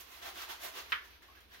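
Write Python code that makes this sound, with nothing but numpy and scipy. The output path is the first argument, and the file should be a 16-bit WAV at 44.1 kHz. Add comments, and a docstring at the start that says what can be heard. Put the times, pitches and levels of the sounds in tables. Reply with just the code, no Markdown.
"""Quick brushing strokes, about eight a second: soil sliding in a plastic seedling tray jiggled over a bowl.
Each stroke is a swell of tiny grain impacts that scrape, hiss and excite the hollow tray.
The tray knocks once against the bowl, which rings briefly; then a few crumbs drop with a tick.
A light handling rustle, the echoes of a small room, room air and a low hum run underneath."""
import sys
import numpy as np
from scipy import signal
from scipy.fft import rfft, irfft
from scipy.io import wavfile

SR = 44100
rng = np.random.default_rng(int(sys.argv[2]) if len(sys.argv) > 2 else 0)


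def unload_wav(signal):
    """Save mono or channel-first audio to the path in sys.argv[1] as 16-bit WAV at rate SR, clipped to [-1, 1]."""
    wavfile.write(
        sys.argv[1],
        SR,
        np.round(np.clip(np.atleast_2d(signal).T, -1, 1) * 32767).astype(np.int16),
    )


N = 70560

# soil strokes: peak_s, rise_s, fall_s, scrape_db, hiss_db, tray_db, cell_hz, cell_db
SOIL_STROKES = [(.003, 0.062, 0.015, -49.5, -46.5, -60, 400, -69),
                (0.138, 0.061, 0.063, -55, -55.5, -63, 1054, -65),
                (.226, .012, 0.026, -46.5, -54, -55, 540, -66),
                (0.273, 0.039, 0.032, -44.5, -50, -52, 743, -48.5),
                (.375, 0.035, 0.019, -47, -53.5, -54.5, 400, -57.5),
                (.42, 0.051, 0.025, -43, -49, -57.5, 1150, -54),
                (0.501, .021, 0.035, -42, -48.5, -52, 916, -50.5),
                (0.646, 0.039, 0.036, -43, -44, -51.5, 647, -52.5),
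                (0.777, 0.037, 0.028, -42.5, -48.5, -50.5, 400, -54),
                (0.907, 0.017, 0.036, -50.5, -58, -74, 1130, -57),
                (1.049, 0.014, 0.016, -57, -62.5, -79, 1210, -70),
                (1.226, 0.0071, 0.02, -58.5, -79, -66, 1690, -69),
                (1.546, 0.035, 0.02, -54.5, -62.5, -64, 1650, -56.5)]
# coarse soil spectrum: freq_hz, relative_db
SCRAPE_SPECTRUM = [(100, -45.5), (250, -23.5), (500, -6.5), (1100, 0.5), (1800, 1), (2300, 0), (3300, 2.5),
                   (4500, -3.5), (6300, -9.5), (8000, -19), (16000, -12.5)]
# fine dust spectrum: freq_hz, relative_db
HISS_SPECTRUM = [(1000, -56), (4000, -9), (6500, 0), (8000, -8.5), (10500, -3), (12700, 1.5), (16000, 0)]
# hollow tray resonances: pitch_hz, relative_db, t60_s
TRAY_MODES = [(382, -14.5, 0.079), (460, -11.5, 0.076), (724, -3, 0.058), (778, -8, 0.039),
              (1033, -9, 0.066), (1150, -4.5, 0.075)]
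# right-side phase lag of the hollow sound: freq_hz, lag_rad
TRAY_LAG = [(200, 0.44), (400, 1.66), (700, 2.03), (1200, 1.9)]
# handling rustle envelope: time_s, level_db
RUSTLE_ENVELOPE = [(0, -59), (.85, -54), (1.05, -60.5), (1.14, -59), (1.19, -67.5), (1.28, -60),
                   (1.37, -61), (1.42, -63), (1.48, -68.5), (1.6, -57)]
# handling rustle spectrum: freq_hz, relative_db
RUSTLE_SPECTRUM = [(100, -31), (400, -6.5), (1200, -1.5), (3300, -1), (6000, -10.5), (7800, -27.5),
                   (10000, -19.5), (12700, -8.5), (16000, -16.5)]
# knock contact and rebound: start_s, crack_db, body_db
KNOCK_CONTACTS = [(0.9213, -11.5, -3), (0.922, -13.5, -4)]
# knock crack spectrum: freq_hz, relative_db
CRACK_SPECTRUM = [(100, -47), (700, -17.5), (1400, 0.5), (2300, 2), (3600, 2), (4300, -8), (5200, -8.5),
                  (7800, -36), (12500, -55), (16000, -28)]
# knock body spectrum: freq_hz, relative_db
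BODY_SPECTRUM = [(100, -38), (400, -13.5), (750, -22), (1000, -1), (1500, 4.5), (2200, 4), (3200, 2),
                 (4300, -13), (5500, -19.5), (7800, -43), (12500, -27), (16000, -28)]
# bowl resonances: pitch_hz, relative_db, t60_s
BOWL_MODES = [(1108, -5.5, 0.27), (1390, -30, 0.15), (1536, -35, 0.41), (1732, 1, 0.37), (1890, 2, .22),
              (2266, 0, 0.12), (2500, -17, 0.14), (2766, -15, .15), (2905, -13, .19), (3000, -16, 0.09),
              (3470, -19, 0.21)]
# crumbs landing in the bowl: start_s, level_db, pitch_hz, tick_db
CRUMB_DROPS = [(1.2217, -49, 1774, -37), (1.286, -47, 1100, -65), (1.298, -52, 760, -62),
               (1.325, -51, 1240, -56), (1.369, -50.5, 1656, -54), (1.4049, -59, 3240, -35),
               (1.541, -49, 1935, -36)]
# stereo tilt of soil, knock and crumbs: freq_hz, left_minus_right_db
STEREO_TILT = [(200, 1), (2500, -1), (4500, -1), (8000, -8), (12500, -7.5), (16000, -14)]
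# room decay: freq_hz, t60_s
ROOM_DECAY = [(200, 0.25), (1000, 0.31), (1700, 0.31), (2800, 0.22), (7000, 0.36), (16000, 0.18)]
# room air spectrum: freq_hz, relative_db
AIR_SPECTRUM = [(20, -6.5), (45, -1), (75, 9.5), (110, -12), (170, -8), (380, -2), (700, -12), (1600, -13),
                (3500, -10.5), (6000, -31), (7800, -48), (9500, -18.5), (13000, -53), (16000, -45)]
# hum tones: pitch_hz, rms_db
HUM_TONES = [(59.7, -72), (79, -82.5)]

GRAINS_PER_S, RUSTLE_PER_S, GRAIN_SPREAD_DB = 7500, 1800, 3.5
STROKE_EXPONENT, CLUMP_S, CLUMP_DB = 1.93, .004, 0.38
SCRAPE_SHARED_GAIN, HISS_SHARED_GAIN = 0.7, 0.43
CELL_T60_S, CRUMB_T60_S, BOWL_RING_DB = 0.031, 0.038, -44
SOIL_WET_DB, TRAY_WET_DB, BOWL_WET_DB, CRUMB_WET_DB = 6, -0.5, -8.5, 6.5
FIRST_ECHO_S, EARLY_T60_S, ECHO_WANDER_HZ = .0026, 0.058, 23.068
AIR_DB, AIR_SHARED_POWER, AIR_SHARED_CORNER_HZ = -66, 0.8, 302
LOWPASS_HZ = 15850


def soil():
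    """Strokes plus rustle; the echoes change as the soil shifts about."""
    grit, hollow = np.sum([stroke(*row) for row in SOIL_STROKES], axis=0)
    grit = grit + rustle()
    wander_rad = 2 * np.pi * ECHO_WANDER_HZ * np.arange(N) / SR
    echoes = sum(conv(grit * fade(wander_rad), reflections()) for fade in (np.cos, np.sin))
    return blend(grit, echoes, SOIL_WET_DB) + room(lag_right(hollow), TRAY_WET_DB)


def stroke(peak_s, rise_s, fall_s, scrape_db, hiss_db, tray_db, cell_hz, cell_db):
    """One slide of soil: crumbs scrape, dust hisses, the tray and one rubbed cell resound."""
    t = np.arange(N) / SR
    width_s = np.where(t < peak_s, rise_s, fall_s)
    swell = clumps() * np.exp(-abs((t - peak_s) / width_s) ** STROKE_EXPONENT)
    tray = amp(tray_db) * unit(conv(grains(GRAINS_PER_S), ring(TRAY_MODES)))
    cell = amp(cell_db) * unit(conv(grains(GRAINS_PER_S), ring([(cell_hz, 0, CELL_T60_S)])))
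    scrape = amp(scrape_db) * unit(conv(stereo_grains(SCRAPE_SHARED_GAIN), click(SCRAPE_SPECTRUM)))
    hiss = amp(hiss_db) * unit(conv(stereo_grains(HISS_SHARED_GAIN), click(HISS_SPECTRUM)))
    return np.broadcast_arrays(swell * (scrape + hiss), swell * (tray + cell))


def grains(per_s):
    """Dense random impacts, a few of them large."""
    size = amp(GRAIN_SPREAD_DB * np.minimum(rng.exponential(1, N), 5))
    return unit(size * rng.choice([-1., 1.], N) * (rng.random(N) < per_s / SR))


def stereo_grains(shared_gain):
    """Grains across the tray: some reach both sides, others only one."""
    return shared_gain * grains(GRAINS_PER_S) + np.array([grains(GRAINS_PER_S), grains(GRAINS_PER_S)])


def clumps():
    """Gain flutter of soil moving in small uneven clumps."""
    t = np.arange(N) / SR
    knots_db = CLUMP_DB * rng.standard_normal(4000)
    return unit(amp(np.interp(t / CLUMP_S, np.arange(len(knots_db)), knots_db)))


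def lag_right(x):
    """The hollow sound reaches the right side slightly late."""
    lag_rad = lookup(TRAY_LAG, np.fft.rfftfreq(2 * N, 1 / SR))
    return irfft(rfft(x, 2 * N) * np.exp(-1j * lag_rad * np.arange(2)[:, None]))[:, :N]


def knock():
    """Tray edge cracks against the bowl; the blow scatters through the room and the bowl rings."""
    crack = conv(sum(impulse(s, db) for s, db, _ in KNOCK_CONTACTS), click(CRACK_SPECTRUM))
    body = sum(conv(conv(impulse(s, db), click(BODY_SPECTRUM)), reflections())
               for s, _, db in KNOCK_CONTACTS)
    bowl = conv(impulse(KNOCK_CONTACTS[0][0], BOWL_RING_DB), ring(BOWL_MODES))
    return crack + body + room(bowl, BOWL_WET_DB)


def crumbs():
    """Small lumps land with a tick and a short plastic note."""
    notes = sum(conv(impulse(s, db), ring([(hz, 0, CRUMB_T60_S)])) for s, db, hz, _ in CRUMB_DROPS)
    ticks = sum(conv(impulse(s, db), click(HISS_SPECTRUM)) for s, _, _, db in CRUMB_DROPS)
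    return room(notes + ticks, CRUMB_WET_DB)


def rustle():
    """Loose crumbs stir as the tray is handled."""
    loose = conv([grains(RUSTLE_PER_S), grains(RUSTLE_PER_S)], click(RUSTLE_SPECTRUM))
    level_db = np.interp(np.arange(N) / SR, *np.transpose(RUSTLE_ENVELOPE))
    return clumps() * unit(loose) * amp(level_db)


def reflections():
    """Stereo response: early echoes off bowl and floor plus room tail, at equal energy."""
    t = np.arange(SR // 2) / SR
    shape = (2, 2, len(t))  # tail/early, side, sample
    taps = rng.choice([-1., 1.], shape) * (rng.random(shape) < .12) * (t > FIRST_ECHO_S)
    hz, frame_s, spectra = signal.stft(taps[0], SR, nperseg=256)
    decay = amp(-60 * frame_s / lookup(ROOM_DECAY, hz)[:, None])
    tail = signal.istft(spectra * decay, SR)[1][:, :len(t)]
    early = taps[1] * amp(-60 * t / EARLY_T60_S)
    response = sum(part / np.linalg.norm(part, axis=1, keepdims=True) for part in (tail, early))
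    return response / np.linalg.norm(response[0])


def room(x, wet_db):
    """Places a sound at one spot in the room."""
    return blend(x, conv(x, reflections()), wet_db)


def air():
    """Room noise, similar on both sides in the bass."""
    hz = np.fft.rfftfreq(N, 1 / SR)
    noise = rfft(rng.standard_normal((3, N)))
    shared = AIR_SHARED_POWER / (1 + hz / AIR_SHARED_CORNER_HZ)
    sides = np.sqrt(shared) * noise[0] + np.sqrt(1 - shared) * noise[1:]
    return amp(AIR_DB) * unit(irfft(sides * amp(lookup(AIR_SPECTRUM, hz)), N))


def hum(skew_rad=0.15):
    """Two steady low tones, slightly out of phase between the sides."""
    t = np.arange(N) / SR
    side_rad = skew_rad * np.arange(2)[:, None]
    return sum(amp(db) * np.sqrt(2) * np.sin(2 * np.pi * (hz * t + rng.random()) + side_rad)
               for hz, db in HUM_TONES)


def amp(db):
    """Decibels to gain."""
    return 10 ** (np.asarray(db) / 20)


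def unit(x):
    """Scales to rms 1."""
    return x / np.sqrt(np.mean(x ** 2) + 1e-20)


def lookup(table, hz):
    """Interpolates on a log-frequency axis."""
    freq_hz, value = np.transpose(table)
    return np.interp(np.log(hz + 1), np.log(freq_hz), value)


def conv(x, kernel):
    """Convolves per channel."""
    return signal.fftconvolve(np.atleast_2d(x), np.atleast_2d(kernel), axes=1)[:, :N]


def click(spectrum, size=2048):
    """Causal unit-energy click with the given spectrum."""
    log_gain = np.log(amp(lookup(spectrum, abs(np.fft.fftfreq(size, 1 / SR)))))
    pulse = np.fft.ifft(np.exp(np.conj(signal.hilbert(log_gain)))).real
    return pulse / np.linalg.norm(pulse)


def ring(modes):
    """Sum of decaying partials."""
    t = np.arange(SR // 2) / SR
    return sum(amp(db - 60 * t / t60_s) * np.cos(2 * np.pi * hz * t) for hz, db, t60_s in modes)


def impulse(start_s, level_db):
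    """One-sample spike."""
    return amp(level_db) * (np.arange(N) == round(start_s * SR))


def blend(direct, echoes, wet_db):
    """Constant-power dry/wet mix."""
    return (direct + amp(wet_db) * echoes) / np.hypot(1, amp(wet_db))


def scene():
    """Soil, knock and crumbs, treble leaning right, over air and hum."""
    tilt_db = lookup(STEREO_TILT, np.fft.rfftfreq(2 * N, 1 / SR))
    side_gain = amp(np.array([tilt_db, -tilt_db]) / 2)
    side_gain /= np.sqrt((side_gain ** 2).mean(0))
    handling = soil() + knock() + crumbs()
    return irfft(rfft(handling, 2 * N) * side_gain)[:, :N] + air() + hum()


def record(dry):
    """Steep low-pass on the top treble."""
    lowpass = signal.firwin(511, LOWPASS_HZ, window=("kaiser", 9), fs=SR)
    return signal.oaconvolve(dry, lowpass[None], "same")


dry = scene()
out = record(dry)
unload_wav(out)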